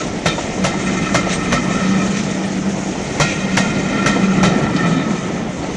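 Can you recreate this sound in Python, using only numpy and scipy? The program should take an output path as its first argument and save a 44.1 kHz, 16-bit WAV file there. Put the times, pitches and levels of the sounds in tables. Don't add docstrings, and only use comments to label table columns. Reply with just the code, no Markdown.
import sys
import numpy as np
from scipy import signal
from scipy.io import wavfile
from scipy.ndimage import uniform_filter1d, minimum_filter1d

SR = 44100
rng = np.random.default_rng(int(sys.argv[2]) if len(sys.argv) > 2 else 0)


def wav_out(sig):
    wavfile.write(sys.argv[1], SR, np.round(np.clip(np.atleast_2d(sig).T, -1, 1) * 32767).astype(np.int16))


N = 254016
TIME = np.arange(N) / SR

# joint_s, blow_db, blow_tilt_db_per_octave, hold_s, pitch_ratio, low_pitch_ratio,
# radial_pitch_ratio, clang_db, lead_hz, ring_tilt_db_per_octave, low_modes_db, ring_db, shake_db
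WHEEL_PASSES = [(0.2572, -15.5, 0.2, 0.018, .984, .994, 1.0, -21, 3580, 3.5, 1, -36.5, -11.5),
                (.640, -16.5, 1.5, 0.026, .997, .985, 1.008, -24.5, 2024, 0, -.5, -27.5, -0.5),
                (1.1436, -12.5, 1.4, 0.011, .995, .98, 1.008, -24, 2080, -3.5, -0.5, -28, -6.5),
                (1.5227, -16, 0.6, 0.02, 1.0, .985, 0.92, -25.5, 2080, 1.5, .5, -28.5, 0),
                (3.1986, -10, 1.6, 0.0089, 1.012, 1.045, 1.02, -20, 2490, 1.5, -6, -28, -2.5),
                (3.569, -12.5, 1, 0.017, 1.012, 1.03, 1.024, -28, 2440, -0.5, 1, -25, 1.5),
                (4.0601, -15, 1.5, 0.015, 1.002, 1.02, .972, -20, 1840, -1.5, 2.5, -26, 2.5),
                (4.4296, -15, .5, 0.027, .987, .985, .966, -20, 1310, 0.5, 2.5, -28, 2)]
# pitch_hz, width_hz, rolling_db, struck_db
STEEL_MODES = [(1166, 240, -13, -22.5), (1319, 37.5, 1, 2.5), (1377, 43, -6.5, -11), (1828, 21.6, .5, -2.5),
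               (2043, 31, -1.5, -12), (2424, 29, -4, -9.5), (2560, 48, -9.5, -12), (3112, 28, -9, -5.5),
               (3310, 20, -18, -17), (3590, 18, -14.5, -12.5), (3790, 37, -13, -14),
               (3864, 15, -12.5, -7.5), (4410, 53, -17, -13), (5400, 30, -20.5, -15.5),
               (6050, 30, -22.5, -11.5)]
# frequency_hz, t60_s
TRACK_DECAY = [(60, 0.16), (200, 0.4), (600, 0.29), (2000, 0.15), (6000, 0.24), (8000, 0.21), (10500, 0.1)]
# pitch_hz, width_hz, gain_db
RAIL_END_MODES = [(577, 38, -0.5), (710, 85, -1.5), (940, 135, 0.5), (1460, 640, 5), (2080, 210, 1),
                  (3000, 190, -8), (4280, 220, -3), (5860, 140, 1)]
# pitch_hz, level_db, t60_s
BED_MODES = [(68, -21.5, 0.14), (135.6, -13.5, 0.18), (160, -8.5, 0.13), (285, -4, 0.035)]
# start_s, level_db, centre_hz
REBOUNDS = [(.2605, -14, 780), (.2615, -7, 2220), (.266, -14, 3380), (.283, -14.5, 3100), (.642, -17, 1500),
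            (.649, -14, 2200), (.667, -12, 600), (1.146, -9, 875), (1.151, -6.5, 1320), (1.527, -11, 1440),
            (3.2005, -2.5, 680), (3.216, -10, 674), (3.573, -5, 1790), (3.575, -13, 746), (4.062, -7, 1390),
            (4.4315, -7, 700), (4.436, -7, 1300)]
# start_s, level_db, centre_hz
LINK_KNOCKS = [(.05, -28, 590), (.3805, -12.5, 705), (0.576, -16, 500), (0.737, -19, 745),
               (.895, -21, 1580), (1.09, -22, 1310), (1.268, -14.5, 650), (2.416, -25, 720),
               (2.743, -24, 570), (2.953, -20.5, 690), (3.322, -19, 635), (3.81, -21, 615),
               (3.928, -26, 2200), (4.163, -14, 565), (4.662, -19, 615), (4.763, -22.5, 4130),
               (5.079, -19, 720), (5.691, -21, 490)]
# peak_s, level_db
FLANGE_SCRAPES = [(.01, -28.5), (.41, -30.5), (.92, -31.5), (1.057, -31), (1.325, -23), (2.18, -25.5),
                  (3.304, -27)]
# pitch_hz, width_hz, gain_db
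FLANGE_MODES = [(2060, 1450, -0.5), (3800, 1100, -5.5), (6130, 1800, -1.5)]
# peak_s, level_db, pitch_hz, half_length_s, width_hz
WHEEL_RINGS_AND_SQUEAKS = [(.01, -27, 1340, 0.02, 220), (0.32, -29, 2380, .016, 220),
                           (0.855, -40.5, 8330, .019, 120), (.995, -30, 2080, 0.022, 100),
                           (1.05, -34, 2540, .025, 160), (1.347, -32, 8340, 0.013, 120),
                           (1.798, -29, 1356, .04, 70), (2.0, -31, 2410, 0.017, 200),
                           (3.305, -25.5, 2430, 0.036, 300), (4.804, -25.5, 1828, 0.02, 70),
                           (4.846, -28, 1317, 0.05, 55), (4.995, -36, 3700, 0.036, 300),
                           (5.05, -33, 1800, .03, 60)]
# time_s, pitch_hz
DRONE_NOTE = [(0, 189), (.45, 194), (.6, 186), (.8, 191), (1.02, 187), (1.2, 195), (1.42, 180), (1.7, 189),
              (1.95, 190), (2.2, 198), (2.4, 191), (2.7, 194), (2.86, 188), (3.26, 198), (3.55, 189),
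              (3.85, 192), (4.3, 188), (4.5, 186), (4.6, 199), (4.8, 175), (5.1, 192), (5.76, 182)]
# peak_s, level_db, pitch_hz, half_length_s
BOOM_SURGES = [(.285, -23, 160, 0.015), (1.55, -32, 55, .05), (1.56, -23.5, 241.4, 0.073),
               (3.228, -17, 149.8, 0.016), (3.69, -23.5, 218, 0.034), (4.18, -21.5, 273, 0.024),
               (4.45, -30, 61.8, .03), (4.654, -26, 85.3, .014), (4.66, -17.5, 216, 0.021),
               (4.92, -16.5, 165, 0.033), (4.96, -19.5, 257.3, 0.02), (5.09, -17, 217.8, 0.029),
               (5.42, -24, 220.4, 0.044)]
# pitch_hz, width_hz, level_db
RAIL_RESONANCES = [(289, 10.8, -35), (3090, 920, -45.5)]
# frequency_hz, relative_density_db
CLACK_SPECTRUM = [(30, -10), (70, -0.5), (150, 3.5), (300, -12), (430, 0.5), (600, 9), (900, -2.5),
                  (1500, -3.5), (2400, -5), (3600, -9.5), (4800, -11), (6400, -8), (8000, -25),
                  (11500, -15.5)]
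SLEEPER_SPECTRUM = [(70, -35), (110, -10.5), (145, 2.5), (190, 4), (240, -2.5), (300, -11), (420, -28.5),
                    (800, -49)]
ROAR_SPECTRUM = [(170, -10.5), (280, 7), (400, 2), (560, -1), (750, -1), (1000, -13.5), (1250, -13.5),
                 (1600, -15), (2100, -11.5), (2800, -22.5), (4500, -26.5)]
HISS_SPECTRUM = [(1200, -3), (2200, 2), (3000, -1.5), (3900, -0.5), (4800, -7), (5600, -4.5), (6500, 2.5),
                 (7500, -8), (8700, -15), (10000, -1), (12000, -25.5)]
GROUND_SPECTRUM = [(20, -1.5), (35, 3), (60, 6.5), (100, 5.5), (160, -9.5), (300, -42.5)]
# time_s, gain_db
DRONE_ENVELOPE = [(0.0, -33), (.5, -37), (.6, -18), (.7, -24.5), (1.04, -25.5), (1.2, -19), (1.35, -32),
                  (1.73, -23), (1.92, -14.5), (2.05, -21), (2.17, -19.5), (2.32, -23.5), (2.69, -21),
                  (2.85, -27), (3.4, -30), (3.55, -17), (3.66, -26.5), (3.85, -30.5), (4.14, -27),
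                  (4.25, -14.5), (4.42, -15.5), (4.55, -22), (4.7, -32), (4.82, -19), (5.0, -29),
                  (5.76, -29)]
HISS_ENVELOPE = [(0.0, -34), (0.99, -33.5), (1.88, -30.5), (2.77, -33.5), (3.37, -31.5), (4.67, -35),
                 (5.47, -38), (5.76, -37)]
GROUND_ENVELOPE = [(0.0, -35), (1.41, -33.5), (2.44, -40), (3.03, -35.5), (4.64, -36), (5.12, -41),
                   (5.76, -34.5)]

TRAIN_M_PER_S, SOUND_M_PER_S, TRACK_DISTANCE_M = 7.0, 343, 3.001
JOINT_LEAD_S = .42
CONTACT_RISE_S = .0007


def wheels(blow_db, blow_t60, uneven_db, pits_db, afar_db):
    mode_hz, widths, rolling_db, struck_db = np.transpose(STEEL_MODES)
    low, radial = mode_hz < 1600, abs(mode_hz - 2080) < 150
    out = np.zeros(N)
    for (s, db, _, _, pitch, low_pitch, radial_pitch,
         clang_db, lead_hz, tilt, low_db, ring_db, _) in WHEEL_PASSES:
        own_hz = mode_hz * np.select([low, radial], [low_pitch, radial_pitch], pitch)
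        heard = np.hypot(nearness(s), from_db(afar_db))
        rolling = heard * from_db(ring_db + uneven_db * drift(11.4) + pits_db * drift(30))
        force = rng.standard_normal(N) * (rolling + from_db(db + blow_db) * blow(s, 0.00037, blow_t60))
        gains = from_db(rolling_db + tilt * np.log2(mode_hz) + low_db * low)
        gains /= np.sqrt(np.sum(gains ** 2 * np.pi * widths / SR))
        ring = sum((-1) ** k * gains[k] * resonate(force, hz, widths[k]) for k, hz in enumerate(own_hz))
        slip_s = np.cumsum(.0022 * drift(16.24)) / SR
        ring = np.interp(TIME + slip_s - slip_s[int(s * SR)], TIME, ring)
        tilted_db = struck_db + 0.54 * tilt * np.log2(mode_hz / 2500)
        ring += clang(s, clang_db, lead_hz, own_hz, tilted_db)
        path_m = distance(s)
        delay_s = (path_m - path_m[int(s * SR)]) / SOUND_M_PER_S
        out += np.interp(TIME - delay_s, TIME, ring)
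    return out


def clang(s, level_db, lead_hz, mode_hz, struck_db, lead_db=0.5, split_hz=24.7, twin_db=-2.5):
    hz = np.append(mode_hz, lead_hz)
    gains = from_db(level_db + np.append(struck_db, lead_db))
    twin_hz = hz + split_hz * rng.choice([-1, 1], len(hz)) * rng.uniform(0.52, 2, len(hz))
    hz = np.append(hz, twin_hz)
    gains = np.append(gains, gains * from_db(twin_db))
    span, start = SR // 2, int(s * SR)
    waver_hz = 7.9 * drift(25)[rng.integers(0, N - span, (len(hz), 1)) + np.arange(span)]
    cycles = np.cumsum(hz[:, None] + waver_hz, axis=1) / SR + rng.random((len(hz), 1))
    tones = np.zeros(N)
    tones[start:start + span] = gains @ np.sin(2 * np.pi * cycles)
    return tones * blow(s, rise_s=0.0061, t60=0.35)


def clacks(crack_db, crack_t60, crack_hz, crack_octaves, tail_db):
    crack, tail = np.zeros(N), np.zeros(N)
    for hz, band in noise_bands(CLACK_SPECTRUM):
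        octaves, t60 = np.log2(hz / crack_hz), at_hz(TRACK_DECAY, hz)
        crack += band / (1 + (octaves / crack_octaves) ** 2)
        tail += band * sum(from_db(db + tilt * octaves) * blow(s, 0.0015, t60, hold_s)
                           for s, db, tilt, hold_s, *_ in WHEEL_PASSES)
    crack *= sum(from_db(db) * blow(s + CONTACT_RISE_S, CONTACT_RISE_S, crack_t60)
                 for s, db, *_ in WHEEL_PASSES)
    tail = lowpass(tail, 9700, order=14)
    return from_db(crack_db) * crack + from_db(tail_db) * tail


def rail_end(level_db, chatter_s, loss_db, count):
    s, blow_db = np.transpose(WHEEL_PASSES)[:2, :, None]
    gaps_s = chatter_s * rng.uniform(.6, 1.4, (len(s), count))
    contact_s = s + 0.001052 + np.cumsum(gaps_s, axis=1) - gaps_s[:, :1]
    contact_db = blow_db + level_db - loss_db * np.arange(count)
    out = np.zeros(N)
    for k, (hz, width, db) in enumerate(RAIL_END_MODES):
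        hits = np.zeros(N)
        hits[(contact_s * SR).astype(int)] = from_db(contact_db + db + rng.normal(0, 2.7, contact_s.shape))
        unit_height = SR / (2 * np.pi * width)
        out += (-1) ** k * resonate(hits, hz, width) * unit_height
    return out


def thumps(rise_s):
    return sum(from_db(db) * blow(s, rise_s, t60)
               * np.sin(2 * np.pi * hz * rng.uniform(0.93, 1.102) * (TIME - s))
               for s, *_ in WHEEL_PASSES for hz, db, t60 in BED_MODES)


def thuds(rows, t60, octaves):
    white, out = rng.standard_normal(N), np.zeros(N)
    for s, db, hz in rows:
        band = bandpass(white, hz * 2 ** (np.array([-.5, .5]) * octaves))
        out += from_db(db) * blow(s, CONTACT_RISE_S, t60) * steadied(band, span_s=0.0072)
    return out


def running_gear():
    knocks = thuds(LINK_KNOCKS, t60=0.07, octaves=0.8)
    rubbing = rms_one(resonant_noise(FLANGE_MODES) * from_db(2.0 * drift(70)))
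    return knocks + rubbing * sum(from_db(db) * swell(s, half_s=0.027) for s, db in FLANGE_SCRAPES)


def wheel_rings_and_squeaks():
    white, out = rng.standard_normal(N), np.zeros(N)
    for s, db, hz, half_s, width in WHEEL_RINGS_AND_SQUEAKS:
        note = resonate(resonate(white, hz, width), hz, width)
        out += from_db(db) * swell(s, half_s) * steadied(note, span_s=0.033)
    return out


def track(waver_hz, flutter_db):
    drone = wavering_tone(in_time(DRONE_NOTE), waver_hz, rate=8.1)
    drone = from_db(in_time(DRONE_ENVELOPE)) * rms_one(drone * from_db(flutter_db * drift(33)))
    boom = steadied(rough_noise(SLEEPER_SPECTRUM, patchy_db=1.5, jolt_db=1.1, rate=14), span_s=0.18)
    surges = sum(from_db(db) * swell(s, half_s) * np.sqrt(2) * wavering_tone(hz, waver_hz=6, rate=20.5)
                 for s, db, hz, half_s in BOOM_SURGES)
    return drone + under_wheels(far_db=-28, near_db=-23.5) * boom + surges


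def treads(scuff_db, sizzle_db, edge_db, grit_db):
    scuff = from_db(scuff_db) * rough_noise(HISS_SPECTRUM, patchy_db=2.5, jolt_db=1.6, rate=14.4)
    sizzle = from_db(sizzle_db + 1.3 * drift(23))
    sizzle *= rms_one(resonate(resonate(rng.standard_normal(N), 5390, 1300), 6250, 2500))
    edge = from_db(edge_db + 4.0 * drift(14))
    edge *= rms_one(resonate(resonate(rng.standard_normal(N), 6230, 420), 6380, 600))
    ticks = from_db(grit_db) * grit(per_s=190, spread_db=3.0, quality=28)
    return from_db(in_time(HISS_ENVELOPE)) * (scuff + sizzle + edge + ticks)


def grit(per_s, spread_db, quality):
    clicks = impulses(per_s) * from_db(spread_db * np.minimum(rng.exponential(1, N), 4))
    pitches = np.geomspace(2000, 7200, 12)
    chosen = rng.integers(0, len(pitches), N)
    ticks = sum(resonate(clicks * (chosen == k), hz, hz / quality) for k, hz in enumerate(pitches))
    return rms_one(lowpass(ticks, 7800, order=4))


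def brake_rigging(per_s, spread_db, width_hz):
    taps = impulses(per_s) * from_db(spread_db * rng.uniform(-0.91, 1, N))
    rod_hz = np.geomspace(430, 1050, 9)
    chosen = rng.integers(0, len(rod_hz), N)
    return rms_one(sum(resonate(taps * (chosen == k), hz, width_hz) for k, hz in enumerate(rod_hz)))


def ground_rumble():
    rumble = rough_noise(GROUND_SPECTRUM, patchy_db=2.0, jolt_db=1.2, rate=9)
    return from_db(in_time(GROUND_ENVELOPE)) * steadied(rumble, span_s=.25)


def rail_song():
    return resonant_noise(RAIL_RESONANCES)


def distance(joint_s):
    return np.hypot(TRACK_DISTANCE_M, TRAIN_M_PER_S * (TIME - joint_s - JOINT_LEAD_S))


def nearness(joint_s):
    return (TRACK_DISTANCE_M / distance(joint_s)) ** 2.6


def under_wheels(far_db, near_db):
    swells = sum((from_db(near_db + shake_db) * nearness(s)) ** 2 for s, *_, shake_db in WHEEL_PASSES)
    return np.sqrt(from_db(far_db) ** 2 + swells)


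def rough_noise(spectrum, patchy_db, jolt_db, rate):
    patches = sum(band * from_db(patchy_db * drift(rate)) for hz, band in noise_bands(spectrum))
    return rms_one(patches * from_db(jolt_db * drift(rate)))


def noise_bands(spectrum):
    edges = 18 * 2 ** (np.arange(30) / 3)
    white, bands = rng.standard_normal((2, N)), []
    for k, (low, high) in enumerate(zip(edges, edges[1:])):
        hz = np.sqrt(low * high)
        if high > spectrum[0][0] and low < spectrum[-1][0]:
            bands.append((hz, from_db(at_hz(spectrum, hz)) * bandpass(white[k % 2], [low, high])))
    total = np.sqrt(sum(np.mean(band ** 2) for hz, band in bands))
    return [(hz, band / total) for hz, band in bands]


def resonant_noise(modes):
    return sum(from_db(db) * rms_one(resonate(resonate(rng.standard_normal(N), hz, width), hz, width))
               for hz, width, db in modes)


def resonate(x, hz, width_hz):
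    r = np.exp(-np.pi * width_hz / SR)
    gain = (1 - r * r) / 2
    return signal.lfilter([gain, 0, -gain], [1, -2 * r * np.cos(2 * np.pi * hz / SR), r * r], x + 1e-18)


def wavering_tone(hz, waver_hz, rate):
    return np.sin(2 * np.pi * np.cumsum(hz + waver_hz * drift(rate)) / SR)


def impulses(per_s):
    return (rng.random(N) < per_s / SR) * rng.choice([-1, 1], N)


def drift(rate):
    step, settle = 40, 2000
    r = np.exp(-2 * np.pi * rate * step / SR)
    slow = signal.lfilter([1], [1, -2 * r, r * r], rng.standard_normal(N // step + settle + 2))[settle:]
    return np.interp(np.arange(N) / step, np.arange(len(slow)), rms_one(slow))


def blow(s, rise_s, t60, hold_s=0):
    out, start = np.zeros(N), int(s * SR)
    age = TIME[:min(N - start, SR // 2)]
    decay = np.exp(-np.log(1000) * np.maximum(age - hold_s, 0) / t60)
    out[start:start + len(age)] = (1 - np.exp(-age / rise_s)) * decay
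    return out


def swell(s, half_s):
    return np.exp(-np.minimum(((TIME - s) / half_s) ** 2 / 2, 40))


def lowpass(x, hz, order):
    return signal.sosfilt(signal.butter(order, hz, fs=SR, output="sos"), x)


def bandpass(x, edges_hz):
    return signal.sosfilt(signal.butter(2, edges_hz, "band", fs=SR, output="sos"), x)


def steadied(x, span_s):
    return x / np.sqrt(uniform_filter1d(x * x, max(int(span_s * SR), 1)) + 1e-9)


def rms_one(x):
    return x / np.sqrt(np.mean(x ** 2) + 1e-20)


def from_db(db):
    return 10 ** (np.asarray(db) / 20)


def in_time(curve):
    return np.interp(TIME, *np.transpose(curve))


def at_hz(points, hz):
    frequencies, values = np.transpose(points)
    return np.interp(np.log(hz), np.log(frequencies), values)


def scene():
    shaking = under_wheels(far_db=-25.5, near_db=-27.5)
    rolling = ground_rumble()
    rolling += shaking * rough_noise(ROAR_SPECTRUM, patchy_db=1.23, jolt_db=1.06, rate=9.8)
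    rolling += shaking * from_db(-15.0) * brake_rigging(per_s=70, spread_db=2.0, width_hz=20)
    rolling += treads(scuff_db=-1.5, sizzle_db=-8.5, edge_db=-13.5, grit_db=-12.5)
    rolling += track(waver_hz=2.59, flutter_db=2.5)
    rolling += wheels(blow_db=-9.0, blow_t60=0.3, uneven_db=2.0, pits_db=2.0, afar_db=-21.5)
    joint = clacks(crack_db=1.5, crack_t60=0.023, crack_hz=1500, crack_octaves=4.5, tail_db=-2.5)
    joint += rail_end(level_db=-2.5, chatter_s=.004, loss_db=1.5, count=4)
    joint += thumps(rise_s=0.0053)
    joint += thuds(REBOUNDS, t60=0.031, octaves=0.94)
    rolling += running_gear() + wheel_rings_and_squeaks() + rail_song()
    return (lowpass(rolling, 8900, order=16) + joint)[None]


def limiter(x, ceiling, release_db_per_s):
    over_db = 20 * np.log10(np.maximum(np.abs(x) / ceiling, 1))
    release_db = release_db_per_s * TIME
    held_db = np.maximum.accumulate(over_db + release_db, axis=-1) - release_db
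    return x * uniform_filter1d(minimum_filter1d(from_db(-held_db), size=15), size=15)


def record(dry):
    limited = limiter(dry, ceiling=0.67, release_db_per_s=2199)
    return signal.sosfilt(signal.ellip(10, .1, 80, 12000, fs=SR, output="sos"), limited)


dry = scene()
out = record(dry)
wav_out(out)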